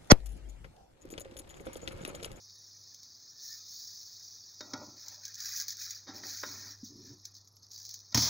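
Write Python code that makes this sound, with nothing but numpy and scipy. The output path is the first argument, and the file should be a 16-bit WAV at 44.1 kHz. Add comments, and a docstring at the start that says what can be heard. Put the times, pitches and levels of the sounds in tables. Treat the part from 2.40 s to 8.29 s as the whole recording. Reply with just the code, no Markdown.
"""A pancake sizzles faintly in a non-stick pan on a glass hob: noise grains and tiny ringing bubbles.
A wooden spatula knocks on the pan and scrapes under the edge, through damped modes of the pan.
Steam crackles out in puffs, pops and faint whistles; the pancake is lifted and flipped.
The wet side slaps onto the hot metal and hisses loudly: decaying splashes, a thump and dense noise grains.
Underneath are a sine hum and drone from the hob, a thin fluttering whine and the still air of the kitchen."""
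import sys
import numpy as np
from scipy import signal
from scipy.fft import rfft, irfft, next_fast_len
from scipy.io import wavfile
from scipy.ndimage import uniform_filter1d, map_coordinates

SR = 44100
rng = np.random.default_rng(int(sys.argv[2]) if len(sys.argv) > 2 else 0)


def file_out(sig):
    """Save sig as 16-bit WAV at sys.argv[1]."""
    # one column per channel
    cols = np.atleast_2d(sig).T
    # limit, then scale
    lim = np.clip(cols, -1, 1)
    pcm = np.round(lim * 32767).astype(np.int16)
    wavfile.write(sys.argv[1], SR, pcm)


N = 259749

# parts of the wet side slapping down: start_s [s], peak_db [dB]
SLAPS = [(5.7459, -11), (5.7526, -25), (5.7737, -17), (5.823, -23)]
# modes of the freely ringing pan: pitch_hz [Hz], level_db [dB], t60_s [s]
PAN_MODES = [(202, -0.5, 0.06), (273, 0.5, 0.085), (609, -2, 0.11), (771, -4.5, 0.23), (1001, -5, 0.1),
             (1278, -4, 0.09), (1364, 1, 0.078), (1430, -14.5, 0.34), (1900, -16, 0.055), (1920, -10, 0.3),
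             (2260, -3.5, 0.043), (3730, -0.5, 0.11)]
# bright sizzle spectrum, also the wooden click: freq_hz [Hz], density_db [dB per Hz]
SIZZLE_SPECTRUM = [(1000, -84), (2400, -49), (3100, -26), (3700, -8), (4800, 4), (5700, 5), (6600, 0.5),
                   (7200, -19.5), (8200, -37), (14000, -52), (14800, -20.5), (15600, -16.5), (16200, -37)]


def frying():
    """Steam bubbles burst along the rim; puffs add to them, sound the hollow underneath and throw fine spray."""
    # steady frying: time_s [s], sizzle_db [dB], spread_db of bubble sizes [dB]
    simmer = [(0, -55.5, 6), (1.0, -55, 4), (2.2, -54, 4.5), (3.2, -56.5, 8), (4.2, -57.5, 4),
              (4.8, -61, 6.5), (5.15, -68.5, 9.5), (5.7, -58, 12.5)]
    # puffs of steam from underneath: full_s [s], rise_s [s], length_s [s], sag_db [dB],
    # sizzle_db [dB], hollow_db [dB]
    puffs = [(1.057, 0.096, 0.13, 3.5, -46.5, -73), (1.343, 0.17, 0.63, 8.5, -48, -77),
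             (2.585, 0.036, .16, -3, -55, -70.5), (2.841, .04, 0.085, 3, -52, -64.5),
             (3.031, 0.083, .19, -2, -43.5, -56), (3.286, 0.011, 0.044, 1.5, -44, -60.5),
             (3.417, 0.058, 0.16, 7.5, -42.5, -57.5), (3.749, 0.024, 0.035, 0, -48.5, -62.5),
             (3.869, 0.064, .45, 6, -44, -57.5), (4.448, 0.019, 0.035, 3, -49.5, -82),
             (4.675, 0.12, 0.031, 2, -54.5, -72), (4.857, .03, .04, 6, -58.5, -74.5),
             (4.955, .02, 0.027, 0.5, -55, -83), (5.231, .015, .012, 2, -56.5, -81),
             (5.331, 0.035, 0.23, 2.5, -49.5, -79.5), (5.588, .02, .06, 9, -52.5, -84)]
    # spectra of the fine spray and of the hollow under the pancake: freq_hz [Hz], density_db [dB per Hz]
    spray_spectrum = [(3000, -41), (6800, 17.5), (8400, -12.5), (9600, -3), (13000, 7), (14200, -8),
                      (15000, 19), (15700, 17), (16200, -15)]
    hollow_spectrum = [(500, -12), (1000, -20), (1300, -5), (1550, 0), (1800, 7), (2100, -2.5), (2400, 1.5),
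                       (3000, -3.5), (4500, -22)]
    puff_t60_s = 0.24
    steady_hollow_db = -26  # against the steady sizzle
    spray_db, spray_at_db = -10.5, -47  # spray against the sizzle, at this sizzle level
    spray_growth = 1  # dB more spray against the sizzle for each dB of sizzle

    simmer_db, spread_db = curves(simmer)
    sizzle_level = amp(simmer_db)
    hollow_level = amp(simmer_db + steady_hollow_db)
    for full_s, rise_s, length_s, sag_db, sizzle_db, hollow_db in puffs:
        puff = swell(full_s, rise_s, length_s, sag_db, puff_t60_s)
        sizzle_level = np.hypot(sizzle_level, amp(sizzle_db) * puff)
        hollow_level = np.hypot(hollow_level, amp(hollow_db) * puff)
    spray_level = amp(spray_db) * (sizzle_level / amp(spray_at_db)) ** spray_growth

    # a wider spread of bubble sizes also comes in stronger clumps
    clumps = amp(.25 * spread_db * wobble(130))
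    bursts = grains(9000, spread_db) * clumps
    fizz = coloured(bubbles(700, centre_hz=5125, scatter=.4, cycles=58), SIZZLE_SPECTRUM)
    rim = unit(coloured(bursts, SIZZLE_SPECTRUM) + 0.81 * fizz)
    rim = rim + spray_level * coloured(bursts, spray_spectrum)
    gurgle = bubbles(500, centre_hz=1750, scatter=.42, cycles=13)
    hollow = coloured(bursts + 0.53 * gurgle, hollow_spectrum)
    touch_s = SLAPS[0][0]
    return (sizzle_level * rim + hollow_level * hollow) * gate(0, touch_s, .005)


def pops():
    """A bubble or drop of fat snaps; the pan's wall returns the snap and spray patters for a moment."""
    # single bursts: start_s [s], peak_db [dB]
    snaps = [(0.545, -35.5), (0.6317, -35.5), (2.6828, -26.5), (2.8529, -26.5), (2.8802, -31),
             (2.9433, -30.5), (2.9548, -27.5), (3.0036, -26), (3.1618, -24), (3.1904, -27), (3.2005, -21),
             (3.2826, -20.5), (3.3051, -25.5), (3.3216, -32), (3.3697, -29.5), (3.5073, -25), (3.9722, -33),
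             (4.8533, -29.5), (4.9427, -42.5), (5.0744, -44), (5.1673, -42.5), (5.3178, -38.5),
             (5.3453, -39), (5.378, -35), (5.4007, -35), (5.451, -31), (5.4917, -31), (5.5411, -29.5)]
    # spectrum of a snap: freq_hz [Hz], density_db [dB per Hz]
    crack_spectrum = [(400, -61), (1100, -47), (1800, -22.5), (3000, -20.5), (4500, -1.5), (6500, 4.5),
                      (7400, -10.5), (8500, -27), (13000, -21), (14300, -48), (15400, -0.5), (16300, -20)]
    patter_level, patter_t60_s = .14, 0.044  # level against the snap's impulse
    track, t = np.zeros(N), np.arange(SR // 16) / SR
    for start_s, peak_db in snaps:
        burst = patter_level * amp(-60 * t / patter_t60_s) * rng.standard_normal(len(t))
        burst[SR // 2000] += 1  # the snap
        burst[SR // 440] += .6  # its return from the wall
        add(track, start_s, peak_db, coloured(burst, crack_spectrum))
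    return track


def whistle():
    """Steam through small vents in the batter sings faint notes, unsteady in pitch and level."""
    # notes: full_s [s], length_s [s], pitch_hz [Hz], level_db [dB]
    vents = [(.95, .15, 1787, -75.5), (1.11, 0.033, 1782, -60.5), (1.13, .04, 2200, -75),
             (1.17, 0.04, 2490, -78), (1.187, 0.038, 1276, -77)]
    rise_s, t60_s = .025, 0.1
    track = np.zeros(N)
    for full_s, length_s, pitch_hz, level_db in vents:
        hz = pitch_hz * (1 + .012 * wobble(150))
        level = amp(level_db + 1.6 * wobble(53.2))
        note = level * np.sin(2 * np.pi * np.cumsum(hz) / SR)
        track += note * swell(full_s, rise_s, length_s, 0, t60_s)
    return track


def scraping():
    """Wood catches and slips on the coating: a juddering rasp that rings the pan, over its rumble."""
    # pushes of the blade: full_s [s], rise_s [s], length_s [s], sag_db [dB],
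    # rumble_db of the pan [dB], rasp_db of the wood [dB], centre_hz of the rasp [Hz]
    strokes = [(2.221, 0.017, 0.093, -5.5, -65.5, -63.5, 900), (2.341, 0.016, 0.22, 16, -51.5, -51.5, 800),
               (2.659, .015, .16, 8, -76, -65, 950), (3.707, 0.051, 0.23, 10, -54, -59, 610),
               (4.038, 0.024, .26, 9.5, -55.5, -57, 1300), (4.527, 0.055, 0.21, 0.5, -58, -80.5, 700)]
    # spectra of the wood's rasp and of the pan's rumble: freq_hz [Hz], density_db [dB per Hz]
    rasp_spectrum = [(300, -17), (600, 10.5), (800, 5), (1100, 5), (1400, -1.5), (1900, -9), (2500, 8),
                     (5000, -52)]
    rumble_spectrum = [(40, -33), (110, -2.5), (170, -10), (290, 0), (400, -8), (550, -30), (1200, -125)]
    stroke_t60_s, dry_level = 0.22, 1.2  # dying away; dry rasp against the ringing pan
    rasp_octaves, judder_db = 0.91, 2.6  # width about the rasp's centre; unevenness of the push

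    track, t = np.zeros(N), np.arange(SR // 4) / SR
    judder = amp(judder_db * wobble(45))
    slips = grains(1200, 4.4) * judder
    rub = coloured(slips, rasp_spectrum)
    rumble = coloured(grains(3000, 2.2) * judder, rumble_spectrum)
    for full_s, rise_s, length_s, sag_db, rumble_db, rasp_db, centre_hz in strokes:
        # the angle of the blade colours the rasp
        def blade(hz):
            octaves = np.log2((hz + 1) / centre_hz)
            return np.exp(-(octaves / rasp_octaves) ** 2 / 2)
        dry_rasp = unit(filtered(rub, blade))
        # the pressure of the blade damps the pan further
        damped_pan = ring(PAN_MODES, t, scatter_db=5) * amp(-60 * t / 0.17)
        metal = signal.fftconvolve(dry_rasp, damped_pan)[:N]
        rasp = unit(unit(metal) + dry_level * dry_rasp)
        push = swell(full_s, rise_s, length_s, sag_db, stroke_t60_s)
        track += (amp(rumble_db) * rumble + amp(rasp_db) * rasp) * push
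    return track


def knocks():
    """The wooden blade chatters on the pan while the contact lasts and sets it ringing."""
    # knocks: start_s [s], peak_db [dB], click_db, the bright click's peak [dB],
    # wood_db against the ring [dB], contact_s, time to the strongest chatter [s]
    hits = [(2.206, -35, -31.5, -2, 0.0024), (2.334, -34, -28.5, 0, 0.0028),
            (3.668, -41.5, -41, 1.5, 0.018), (3.834, -38, -52, 9, 0.0023), (4.033, -28, -52, 11, 0.003),
            (5.724, -48, -36.5, -10, 0.0017)]
    # spectrum of the dry wood: freq_hz [Hz], density_db [dB per Hz]
    wood_spectrum = [(100, -37), (200, -15), (500, -4.5), (900, -5.5), (1800, -2), (2500, -14.5),
                     (4000, -12), (6000, -96)]
    track, t = np.zeros(N), np.arange(SR // 3) / SR
    for start_s, peak_db, click_db, wood_db, contact_s in hits:
        contact = t / contact_s * np.exp(-t / contact_s) * rng.standard_normal(len(t))
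        strike = contact + 4 * (t == 0)
        metal = signal.fftconvolve(strike, ring(PAN_MODES, t, scatter_db=2.5))[:len(t)]
        body = unit(metal) + amp(wood_db) * coloured(contact, wood_spectrum)
        add(track, start_s, peak_db, body)
        add(track, start_s, click_db, coloured(contact, SIZZLE_SPECTRUM))
    return track


def bumps():
    """The pan rocks on the glass: a soft, quickly damped note."""
    # bumps: time_s [s], peak_db [dB], pitch_hz [Hz]
    rocks = [(2.338, -37.5, 265), (3.692, -44.5, 282), (4.433, -38, 239), (5.778, -27, 248)]
    track, t = np.zeros(N), np.arange(SR // 8) / SR
    for time_s, peak_db, pitch_hz in rocks:
        push = t ** 2 * np.exp(-t / 0.0028)
        # the soft onset starts 3 ms early
        add(track, time_s - .003, peak_db, push * np.sin(2 * np.pi * pitch_hz * t))
    return track


def landing():
    """The wet side slaps down, thumps the pan and flashes into hissing, spluttering steam."""
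    # modes of pan and hob under the pancake: pitch_hz [Hz], level_db [dB], t60_s [s]
    thump_modes = [(80, -1.5, 0.49), (118, 9, 0.39), (165.7, -3.5, 0.7), (220.8, 5, 0.31),
                   (293.5, -3, 0.42)]
    # the wet side frying: time_s [s], hiss_db [dB], splutter_db [dB]
    searing = [(5.76, -31.5, -38), (5.816, -29, -47.5), (5.822, -25.5, -44), (5.89, -32, -42.5)]
    # spectra of hiss and splutter: freq_hz [Hz], density_db [dB per Hz]
    hiss_spectrum = [(1500, -68), (3100, -22.5), (4200, -0.5), (5400, 5), (6600, 0.5), (7300, -13),
                     (8400, -28), (10000, -21.5), (13000, -18.5), (14200, -25), (15000, -7), (15600, -4),
                     (16200, -51)]
    splutter_spectrum = [(30, -6), (110, 3), (280, -1), (420, 7.5), (900, 14), (2500, 9), (3500, 12),
                         (6000, -41)]
    track, t = np.zeros(N), np.arange(SR // 4) / SR
    touch_s = SLAPS[0][0]
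    add(track, touch_s, -23, ring(thump_modes, t, scatter_db=3))
    for start_s, peak_db in SLAPS:
        splash = amp(-60 * t / 0.047) * rng.standard_normal(len(t))
        slap = coloured(splash, hiss_spectrum) + 0.33 * coloured(splash, splutter_spectrum)
        add(track, start_s, peak_db, slap)
    hiss_db, splutter_db = curves(searing)
    bursts = grains(14000, 5) * amp(1.2 * wobble(120))
    steam = amp(hiss_db) * coloured(bursts, hiss_spectrum)
    steam += amp(splutter_db) * coloured(bursts, splutter_spectrum)
    return track + steam * gate(touch_s + 0.0016, N / SR, 0.00067)


def whine():
    """A thin high whine, a narrow band of noise, comes and goes in quick, uneven pulses."""
    # whines: start_s [s], length_s [s], pitch_hz [Hz], level_db [dB]
    tones = [(0, .45, 10830, -79), (4.52, 1, 11430, -81)]
    flutter_hz, width_hz = 28.97, 250
    track = np.zeros(N)
    pulses = np.sin(np.pi * flutter_hz * np.arange(N) / SR + .5 * wobble(15)) ** 4
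    flutter = pulses * amp(5 * wobble(flutter_hz))
    for start_s, length_s, pitch_hz, level_db in tones:
        def narrow(hz):
            return np.exp(-((hz - pitch_hz) / width_hz) ** 2 / 2)
        band = filtered(rng.standard_normal(N), narrow)
        track += amp(level_db) * unit(band * flutter) * gate(start_s, start_s + length_s, .02)
    return track


def hob():
    """The hob hums at twice the mains frequency and drones faintly over the still air of the kitchen."""
    # the hum's level: time_s [s], level_db [dB]
    hum_curve = [(0, -69), (1.2, -75), (3.4, -65.5), (4.4, -58.5), (4.9, -65.5), (5.9, -66.5)]
    # spectrum of the still air: freq_hz [Hz], density_db [dB per Hz]
    air_spectrum = [(20, -32), (60, -8.5), (100, 2.5), (160, -4), (300, -6), (600, -12), (1300, -11.5),
                    (2200, -53), (4000, -29), (16000, -72)]
    hum_hz = 100
    hum_db, = curves(hum_curve)
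    hum = np.sin(2 * np.pi * hum_hz * np.arange(N) / SR + .3 * wobble(12)) * amp(wobble(7))
    drone = coloured(rng.standard_normal(N), [(55, -4), (80, -2.5), (112, -7.0), (150, -28.0)])
    air = coloured(rng.standard_normal(N), air_spectrum)
    return amp(hum_db) * (hum + 0.14 * drone) + amp(-74.5) * air


def kitchen(x):
    """The walls answer 5 ms later with a noise tail; each frequency dies at its own speed."""
    # decay of the room: freq_hz [Hz], t60_s [s]
    decay = [(150, 0.24), (1500, 0.17), (6000, 0.083), (15000, 0.05)]
    hz, t, z = signal.stft(rng.standard_normal(SR // 2), SR, nperseg=256)
    fade = amp(-60 * t / along(decay, hz)[:, None])
    tail = signal.istft(z * fade, SR, nperseg=256)[1]
    delayed = np.pad(x, (SR // 200, 0))
    return signal.fftconvolve(delayed, tail / np.linalg.norm(tail))[:N]


def bubbles(rate, centre_hz, scatter, cycles):
    """Tiny bubbles, rate a second, each ringing briefly at its own pitch and size; rms 1."""
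    start, pitch, size = rng.random((int(rate * N / SR), 3)).T[:, :, None]
    hz = centre_hz * np.exp(scatter * (2 * pitch - 1))
    age = np.arange(SR // 50)  # in samples
    phase = hz * age / SR  # in cycles
    waves = amp(-18 * size) * np.sin(2 * np.pi * phase) * np.exp(-phase / cycles)
    places = (start * N).astype(int) + age
    return unit(np.bincount(places.ravel(), waves.ravel(), N)[:N])


def grains(rate, spread_db):
    """Random tiny impulses, rate a second, of log-normal size and steady mean power."""
    size = amp(spread_db * np.clip(rng.standard_normal(N), -2.8, 2.8))
    x = size * rng.choice([-1, 1], N) * (rng.random(N) < rate / SR)
    return x / np.sqrt(np.abs(uniform_filter1d(x ** 2, size=4096)) + 1e-9)


def ring(modes, t, scatter_db):
    """Damped modes of alternating sign, with strengths scattered afresh at each call."""
    total = 0
    for k, (hz, level_db, t60_s) in enumerate(modes):
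        decay = amp(level_db + scatter_db * rng.standard_normal() - 60 * t / t60_s)
        total = total + decay * np.sin(2 * np.pi * hz * t) * (-1) ** k
    return total


def swell(full_s, rise_s, length_s, sag_db, t60_s):
    """Rises to 1 at full_s, sags (or grows, if negative) while it lasts, then dies away."""
    t = np.arange(N) / SR - full_s
    rise = np.clip(1 + t / rise_s, 0, 1)
    sag = -sag_db * np.clip(t / length_s, 0, 1)
    return rise * amp(sag - 60 * np.maximum(t - length_s, 0) / t60_s)


def gate(start, end, edge):
    """1 between two times, with edges that slope to 0 outside them."""
    t = np.arange(N) / SR
    return np.clip(np.minimum(t - start, end - t) / edge + 1, 0, 1)


def wobble(rate):
    """A smooth random curve, rate knots a second."""
    knots = rng.standard_normal(int(N * rate / SR) + 4)
    return map_coordinates(knots, [np.arange(N) * rate / SR])


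def curves(rows):
    """One value per sample for each column after the time."""
    s, *cols = np.transpose(rows)
    return [np.interp(np.arange(N) / SR, s, c) for c in cols]


def along(points, hz):
    """(Hz, value) points read off along a log frequency axis."""
    f, v = np.transpose(points)
    return np.interp(np.log(hz + 1), np.log(f + 1), v)


def filtered(x, response):
    """x times a response of frequency."""
    n = x.shape[-1]
    m = next_fast_len(n + 8192)
    return irfft(rfft(x, m) * response(np.fft.rfftfreq(m, 1 / SR)), m)[..., :n]


def coloured(x, spectrum):
    """x shaped by a spectrum, at rms 1."""
    return unit(filtered(x, lambda hz: amp(along(spectrum, hz))))


def add(track, start_s, peak_db, sound):
    """Put a sound into a track at a time and a peak level."""
    part = track[round(start_s * SR):][:len(sound)]
    part += amp(peak_db) * sound[:len(part)] / np.abs(sound).max()


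def amp(db):
    """Decibels as an amplitude factor."""
    return 10 ** (np.asarray(db) / 20)


def unit(x):
    """x at rms 1."""
    return x / np.sqrt(np.mean(x ** 2) + 1e-20)


def scene():
    """Everything sits in the middle; only the room's answer to the landing spreads a little to the sides."""
    # stereo width: freq_hz [Hz], side_db, the gain of the side's room sound [dB]
    width = [(1500, -55), (3000, -34), (5000, -24), (9000, -18), (15000, -21)]
    flop = landing()
    near = frying() + whistle() + pops() + scraping() + knocks() + bumps() + flop
    mid = near + amp(-12.5) * kitchen(near) + hob() + whine()
    side = filtered(kitchen(flop), lambda hz: amp(along(width, hz)))
    return np.array([mid + side, mid - side])


def record(dry):
    """The microphone cancels narrow bands at odd multiples of one frequency and has a band limit."""
    notch_hz, half_width_hz, top_hz = 2830, 260, 16200

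    def response(hz):
        comb = np.abs(np.cos(np.pi / 2 * hz / notch_hz))
        notches = comb / np.hypot(comb, np.pi / 2 * half_width_hz / notch_hz)
        return notches * (hz < top_hz)
    return filtered(dry, response)


dry = scene()
out = record(dry)
file_out(out)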